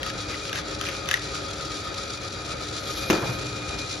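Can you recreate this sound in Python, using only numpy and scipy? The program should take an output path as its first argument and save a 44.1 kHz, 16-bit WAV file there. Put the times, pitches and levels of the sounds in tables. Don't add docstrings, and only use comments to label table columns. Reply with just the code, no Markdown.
import sys
import numpy as np
from scipy import signal
from scipy.fft import rfft, irfft
from scipy.io import wavfile

SR = 44100
rng = np.random.default_rng(int(sys.argv[2]) if len(sys.argv) > 2 else 0)


def bounce(signal):
    frames = np.transpose(np.atleast_2d(signal))
    limited = np.clip(frames, -1, 1)
    pcm = np.round(limited * 32767).astype(np.int16)
    wavfile.write(sys.argv[1], SR, pcm)


N = 176400
T = np.arange(N) / SR
SIDES = np.array([[1], [-1]])
WIDE_ABOVE_HZ = 680


def undb(db):
    return 10 ** (np.asarray(db) / 20)


def unit(x):
    return x / np.sqrt(np.mean(x ** 2))


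def colour(x, curve):
    hz, db = np.array(curve, float).T
    freqs = np.maximum(np.fft.rfftfreq(x.shape[-1], 1 / SR), 1)
    return irfft(rfft(x) * undb(np.interp(np.log(freqs), np.log(hz), db)), x.shape[-1])


def noise(curve):
    return unit(colour(rng.standard_normal(N), curve))


def band(hz, width_hz):
    detune = (np.fft.rfftfreq(N, 1 / SR) - hz) / width_hz * 2
    return unit(irfft(rfft(rng.standard_normal(N)) / (1 + detune ** 2), N))


def tone(hz):
    return np.sqrt(2) * np.sin(2 * np.pi * hz * T)


def ride(points):
    return np.interp(T, *np.array(points).T)


def attack(t, rise_s):
    return np.minimum(t / rise_s, 1)


def decay(t, t60_s):
    return np.exp(-np.log(1000) * t / t60_s)


def pan(db):
    return undb(SIDES * db / 2)


def add(out, start_s, x):
    i = int(start_s * SR)
    n = min(x.shape[-1], N - i)
    out[..., i:i + n] += x[..., :n]


def stereo(pair, curve, spread):
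    mid, side = unit(colour(pair, curve))
    side = colour(side, [(WIDE_ABOVE_HZ / 10, -20), (WIDE_ABOVE_HZ, 0)])
    return mid + spread * SIDES * side


def burst(curve, t60_s, spread, size=SR):
    return stereo(rng.standard_normal((2, size)), curve, spread) * decay(T[:size], t60_s)


def friction(strokes, curve, ticks_per_s=2200):
    ticks = (rng.random(N) < ticks_per_s / SR) * rng.uniform(-1.05, 1, (2, N))
    effort = np.zeros(N)
    for start_s, length_s, db in strokes:
        position = 2 * (T - start_s) / length_s - 1
        effort += undb(db) * np.sqrt(np.maximum(1 - position ** 2, 0))
    return effort * stereo(ticks, curve, spread=.5)


def room(direct):
    tail = burst([(100, -1), (2000, -8), (6000, -11), (14000, -18)], t60_s=.79, spread=.61)
    reflections = signal.fftconvolve(direct, unit(tail) / np.sqrt(SR), axes=1)[:, :N]
    return direct + undb(-18) * reflections


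# freq_hz, gain_db
FAN_EQ = [(20,-30),(32,-19),(48,6),(100,6),(200,-0.5),(240,-2.5),(330,-1),(430,0.5),(480,-1),(600,-3),(750,-5),(1130,-12.5),(1260,-1),(1500,-7),(1900,-12.5),(2200,-9),(3000,-14),(3600,-7.5),(4100,-3.5),(4450,-10),(4800,-8),(5050,-17),(5500,-7.5),(6300,-14),(7300,-14.5),(8000,-44.5),(9500,-23.5),(11000,-33),(13000,-42),(15500,-74)]
# freq_hz, gain_db
DIFFUSE_EQ = [(20,-24),(60,-0.5),(150,-8),(330,3.5),(450,-1),(570,6),(750,-7),(1100,-2.5),(1280,-7),(1600,2.5),(2200,-4.5),(2900,-6),(3400,-4.5),(4700,-11.5),(5100,-5.5),(5800,-10),(6600,-7.5),(9000,-7),(10500,-40),(15500,-28.5)]
def fan_air():
    air = undb(-36.5) * noise(FAN_EQ) + undb(-41.5) * SIDES * noise(DIFFUSE_EQ)
    body = signal.sosfiltfilt(signal.butter(2, 2800, fs=SR, output="sos"), air)
    return body, air - body


# time_s, level_db
TREBLE_RIDE = [(0,0),(.7,1),(1.7,1.5),(1.9,0.2),(2.45,0.5),(2.8,2.5),(3.3,1.6),(4,2.1)]
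def fan_flutter(treble, turn, chatter_hz=36.3):
    chatter = unit(band(chatter_hz, 10) + band(2 * chatter_hz, 14) + .5 * band(4 * chatter_hz, 60))
    flicker = band(0, 86)
    return treble * undb(1.43 * turn + 1.1 * chatter + 2.5 * flicker + ride(TREBLE_RIDE))


# pitch_hz, level_db
HUM_PARTIALS = [(100,-55),(122,-51),(299.8,-47),(400,-50.5)]
def motor_hum(trim_db=-1):
    return sum(undb(trim_db + db) * unit(tone(hz) + .87 * band(hz, 8.7)) for hz, db in HUM_PARTIALS)


# pitch_hz, width_hz, level_db
CASING_BANDS = [(319,18,-53),(544,34,-48.5),(1246,28,-46),(1295,70,-47.5),(1385,130,-52),(1771,22,-59),(1906,20,-59),(2282,18,-58),(2490,26,-58.5),(3313,22,-54.5),(3505,22,-57),(3704,16,-54.5),(4631,30,-56),(4743,60,-52),(4850,40,-56)]
# time_s, level_db
CASING_RIDE = [(0,0),(.7,0),(1.6,1),(2.2,1),(2.9,0),(3.3,-3),(4,-5.5)]
def casing(turn, trim_db=-.5):
    out = np.zeros((2, N))
    for hz, width_hz, db in CASING_BANDS:
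        throb_db = 2 * min(hz / 1200, 1) ** 2 * turn
        spread = .27 * min(hz / 500, 1)
        resonance = band(hz, width_hz) + spread * SIDES * band(hz, width_hz)
        out += undb(trim_db + db + throb_db + ride(CASING_RIDE)) * resonance
    return out


# time_s, level_db
WHINE_RIDE = [(0,-57),(.24,-45.5),(.45,-44.5),(.68,-59),(.87,-47),(1.35,-49.5),(1.55,-58),(2.3,-46.5),(2.7,-55.5),(2.97,-42.5),(3.2,-39.5),(3.37,-39),(3.52,-49),(3.66,-42),(3.82,-43.5),(4,-51)]
def whine(pitch_hz=2433):
    waver = band(pitch_hz, 36) + .5 * SIDES * band(pitch_hz, 18)
    return unit(tone(pitch_hz) + .8 * waver) * undb(ride(WHINE_RIDE))


# time_s, level_db
BODY_RIDE = [(0,1),(1.5,1),(2.3,0),(3,2.5),(3.5,2),(4,0)]
# freq_hz, left_minus_right_db
MACHINE_LEAN = [(60,-0.5),(150,-0.3),(300,1),(550,5.5),(1000,2),(2000,1.5),(5000,3.5),(8000,-1.5),(15000,1)]
def machinery(turn_hz=7.81, peak_s=.08):
    air, treble = fan_air()
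    turn = np.cos(2 * np.pi * turn_hz * (T - peak_s)) * (1 + .87 * band(0, turn_hz))
    treble = fan_flutter(treble, turn)
    flicker_db = 1.15 * band(0, 20)
    body = air * undb(flicker_db) + motor_hum() + casing(turn)
    left, right = body * undb(ride(BODY_RIDE)) + treble + whine()
    return np.array([colour(left, [(hz, db / 2) for hz, db in MACHINE_LEAN]),
                     colour(right, [(hz, -db / 2) for hz, db in MACHINE_LEAN])])


# freq_hz, gain_db
HISS_EQ = [(1500,-25),(3200,7.5),(4000,12),(5000,7.5),(6500,4.5),(8000,-45),(10000,-0.5),(11500,1.5),(13000,-6),(14500,-39)]
# time_s, level_db
HISS_RIDE = [(0,-67),(2.75,-60),(2.9,-42),(3.05,-39),(3.3,-41.5),(3.48,-62),(4,-71)]
def air_hiss():
    return noise(HISS_EQ) * undb(ride(HISS_RIDE) + 2.8 * band(0, 30))


# start_s, length_s, level_db
FLICK_STROKES = [(1.345,0.017,-39),(1.94,0.013,-37),(2.17,.01,-41),(2.23,.01,-42),(2.62,0.026,-38.5),(2.833,0.01,-39),(3.784,0.015,-31.5),(3.893,.014,-39)]
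# freq_hz, gain_db
FLICK_EQ = [(800,-20),(2500,-6),(4000,1),(6000,-2),(8000,-18),(11000,-20),(15000,-34)]
def treble_flicks():
    return friction(FLICK_STROKES, FLICK_EQ)


# start_s, length_s, level_db
SLIDE_STROKES = [(3.215,0.05,-30),(3.255,0.075,-35)]
# freq_hz, gain_db
SLIDE_EQ = [(40,-23),(120,11),(300,4),(550,3),(1000,2),(1600,-2),(3000,-18),(6000,-31),(12000,-62)]
# start_s, length_s, level_db
RUMBLE_STROKES = [(3.29,.04,-31.5),(3.26,0.35,-39.5)]
# freq_hz, gain_db
RUMBLE_EQ = [(30,-29),(80,-9),(125,11),(180,-10),(400,-11),(900,-34),(3000,-66)]
def bottle_settling():
    return friction(SLIDE_STROKES, SLIDE_EQ) + friction(RUMBLE_STROKES, RUMBLE_EQ)


# pitch_hz, level_db, nominal_t60_s
BENCH_MODES = [(80,-36,.7),(124,-33,1.0),(177,-30,.26),(220,-29,.26),(270,-27,.26),(320,-25.5,.42),(355,-28,.35),(385,-27.5,.37),(440,-34,.25),(530,-33,.35),(654,-35,.25),(894,-34,.28),(1006,-34,.28),(1290,-34,.28),(1728,-33,.13),(2400,-30,.12)]
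def bench_ring(t, spread, trim_db=-.5, decay_scale=.98):
    phases, lags = rng.standard_normal((2, len(BENCH_MODES)))
    out = np.zeros((2, len(t)))
    for (hz, db, t60_s), phase, lag in zip(BENCH_MODES, phases, lags):
        side_phase = spread * min(hz / WIDE_ABOVE_HZ, 1) * SIDES * lag
        mode = np.sin(2 * np.pi * (hz * t + phase) + side_phase)
        out += undb(trim_db + db) * decay(t, t60_s * decay_scale) * mode
    return out


# start_s, level_db, hardness_db
CONTACTS = [(3.1002,-6,8),(3.103,-2,-3),(3.1064,-3,0.5),(3.119,-8,-8),(3.129,-5,-2),(3.148,-11.5,-3),(3.179,-14,-5)]
# freq_hz, gain_db
SHEET_EQ = [(25,-32),(60,-16),(130,-16),(300,4),(500,6),(900,0),(1600,0),(2500,-16),(4000,-27),(7000,-35),(12000,-59)]
# freq_hz, gain_db
KNOCK_EQ = [(25,-32),(70,-18),(140,3),(260,19),(600,3),(1500,3),(2700,5.5),(4000,-8),(6500,-2),(8000,-24.5),(12000,-10),(15000,-42)]
def bottle_landing(spread=.55):
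    out, t = np.zeros((2, N)), T[:SR]
    for start_s, db, hardness_db in CONTACTS:
        ring = bench_ring(t, spread)
        sheet = undb(-27.5) * burst(SHEET_EQ, t60_s=.41, spread=spread)
        knock = undb(-15 + hardness_db) * burst(KNOCK_EQ, t60_s=.051, spread=spread)
        hit = attack(t, rise_s=.0029) * (ring + sheet) + attack(t, rise_s=.0004) * knock
        add(out, start_s, undb(db) * hit)
    return out


# start_s, length_s, level_db
TWIST_STROKES = [(.02,0.11,-44),(.28,0.089,-40),(.52,0.1,-37.5),(.8,0.15,-38),(1.07,.11,-34.5)]
# freq_hz, gain_db
THREAD_EQ = [(500,-14),(1200,0),(1700,4),(2700,0.5),(3800,-5),(4900,-5),(6000,-1),(8000,-24),(11000,-15),(15000,-43)]
def thread_rub():
    return friction(TWIST_STROKES, THREAD_EQ)


def plastic_ring(modes, t):
    lags = .71 * rng.choice([-1, 1], len(modes))
    phases = 2 * np.pi * rng.random(len(modes))
    return sum(undb(db) * decay(t, t60_s) * np.sin(2 * np.pi * hz * t + phase + SIDES * lag)
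               for (hz, db, t60_s), lag, phase in zip(modes, lags, phases))


# start_s, level_db, pitch_hz, crack_db
SLIPS = [(.0308,-21.5,1860,3),(.0635,-28,1450,5),(0.101,-25,1700,0),(.344,-26,2000,-2),(.453,-31,1520,5),(0.4948,-32,1500,5),(0.5295,-21,1640,3),(0.5572,-24,1600,4),(.564,-27,1630,-2),(0.588,-25,1600,-1),(0.8122,-24.5,1460,7),(0.839,-29,1470,4),(0.8652,-24,2630,2),(.8705,-31,2400,6),(.8875,-26,2170,7),(.892,-30,2100,6),(.950,-25,1450,-4),(1.058,-32,2420,6),(1.0884,-23,1500,11),(1.1122,-16.5,1700,5.5),(1.1162,-18,1720,-14),(1.132,-23,1800,1),(1.1405,-7.5,1895,-2.5),(1.174,-24,1780,-2),(1.3532,-24,1395,-4)]
# pitch_ratio, level_db, t60_s
NECK_MODES = [(.76,-14,.02),(1,0,.025),(1.13,-11,.016),(1.55,-12,.011)]
# pitch_hz, level_db, t60_s
SHELL_MODES = [(1230,-9,.012),(2700,-3,.011),(3020,-1,.011),(3480,-4,.01),(3950,-7,.009),(5750,-4.5,.009),(6500,-9,.008),(10500,-11,.007)]
# freq_hz, gain_db
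CRACK_EQ = [(300,-20),(1100,-5),(1800,0),(3100,3),(4000,-1),(4900,-13),(6000,-4),(8000,-15),(12000,-9),(15500,-25)]
def cap_clicks(scatter=.035):
    out, t = np.zeros((2, N)), T[:4096]
    for start_s, level_db, pitch_hz, crack_db in SLIPS:
        neck = plastic_ring([(pitch_hz * ratio, db, t60_s) for ratio, db, t60_s in NECK_MODES], t)
        shifted = [(hz * (1 + scatter * rng.standard_normal()), db, t60_s)
                   for hz, db, t60_s in SHELL_MODES]
        shell = undb(-2) * plastic_ring(shifted, t)
        edge = undb(-8) * burst(CRACK_EQ, t60_s=.011, spread=.43, size=len(t))
        click = neck + undb(crack_db) * (shell + edge)
        add(out, start_s, undb(level_db) * attack(t, rise_s=.0005) * click)
    return out


def scene():
    background = machinery() + air_hiss()
    close = (cap_clicks() + thread_rub() + treble_flicks()) * pan(db=3)
    bench = (bottle_settling() + bottle_landing()) * pan(db=1)
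    return background + room(close + bench)


def record(dry, top_hz=15750):
    return signal.sosfilt(signal.ellip(10, .1, 80, top_hz, fs=SR, output="sos"), dry)


dry = scene()
out = record(dry)
bounce(out)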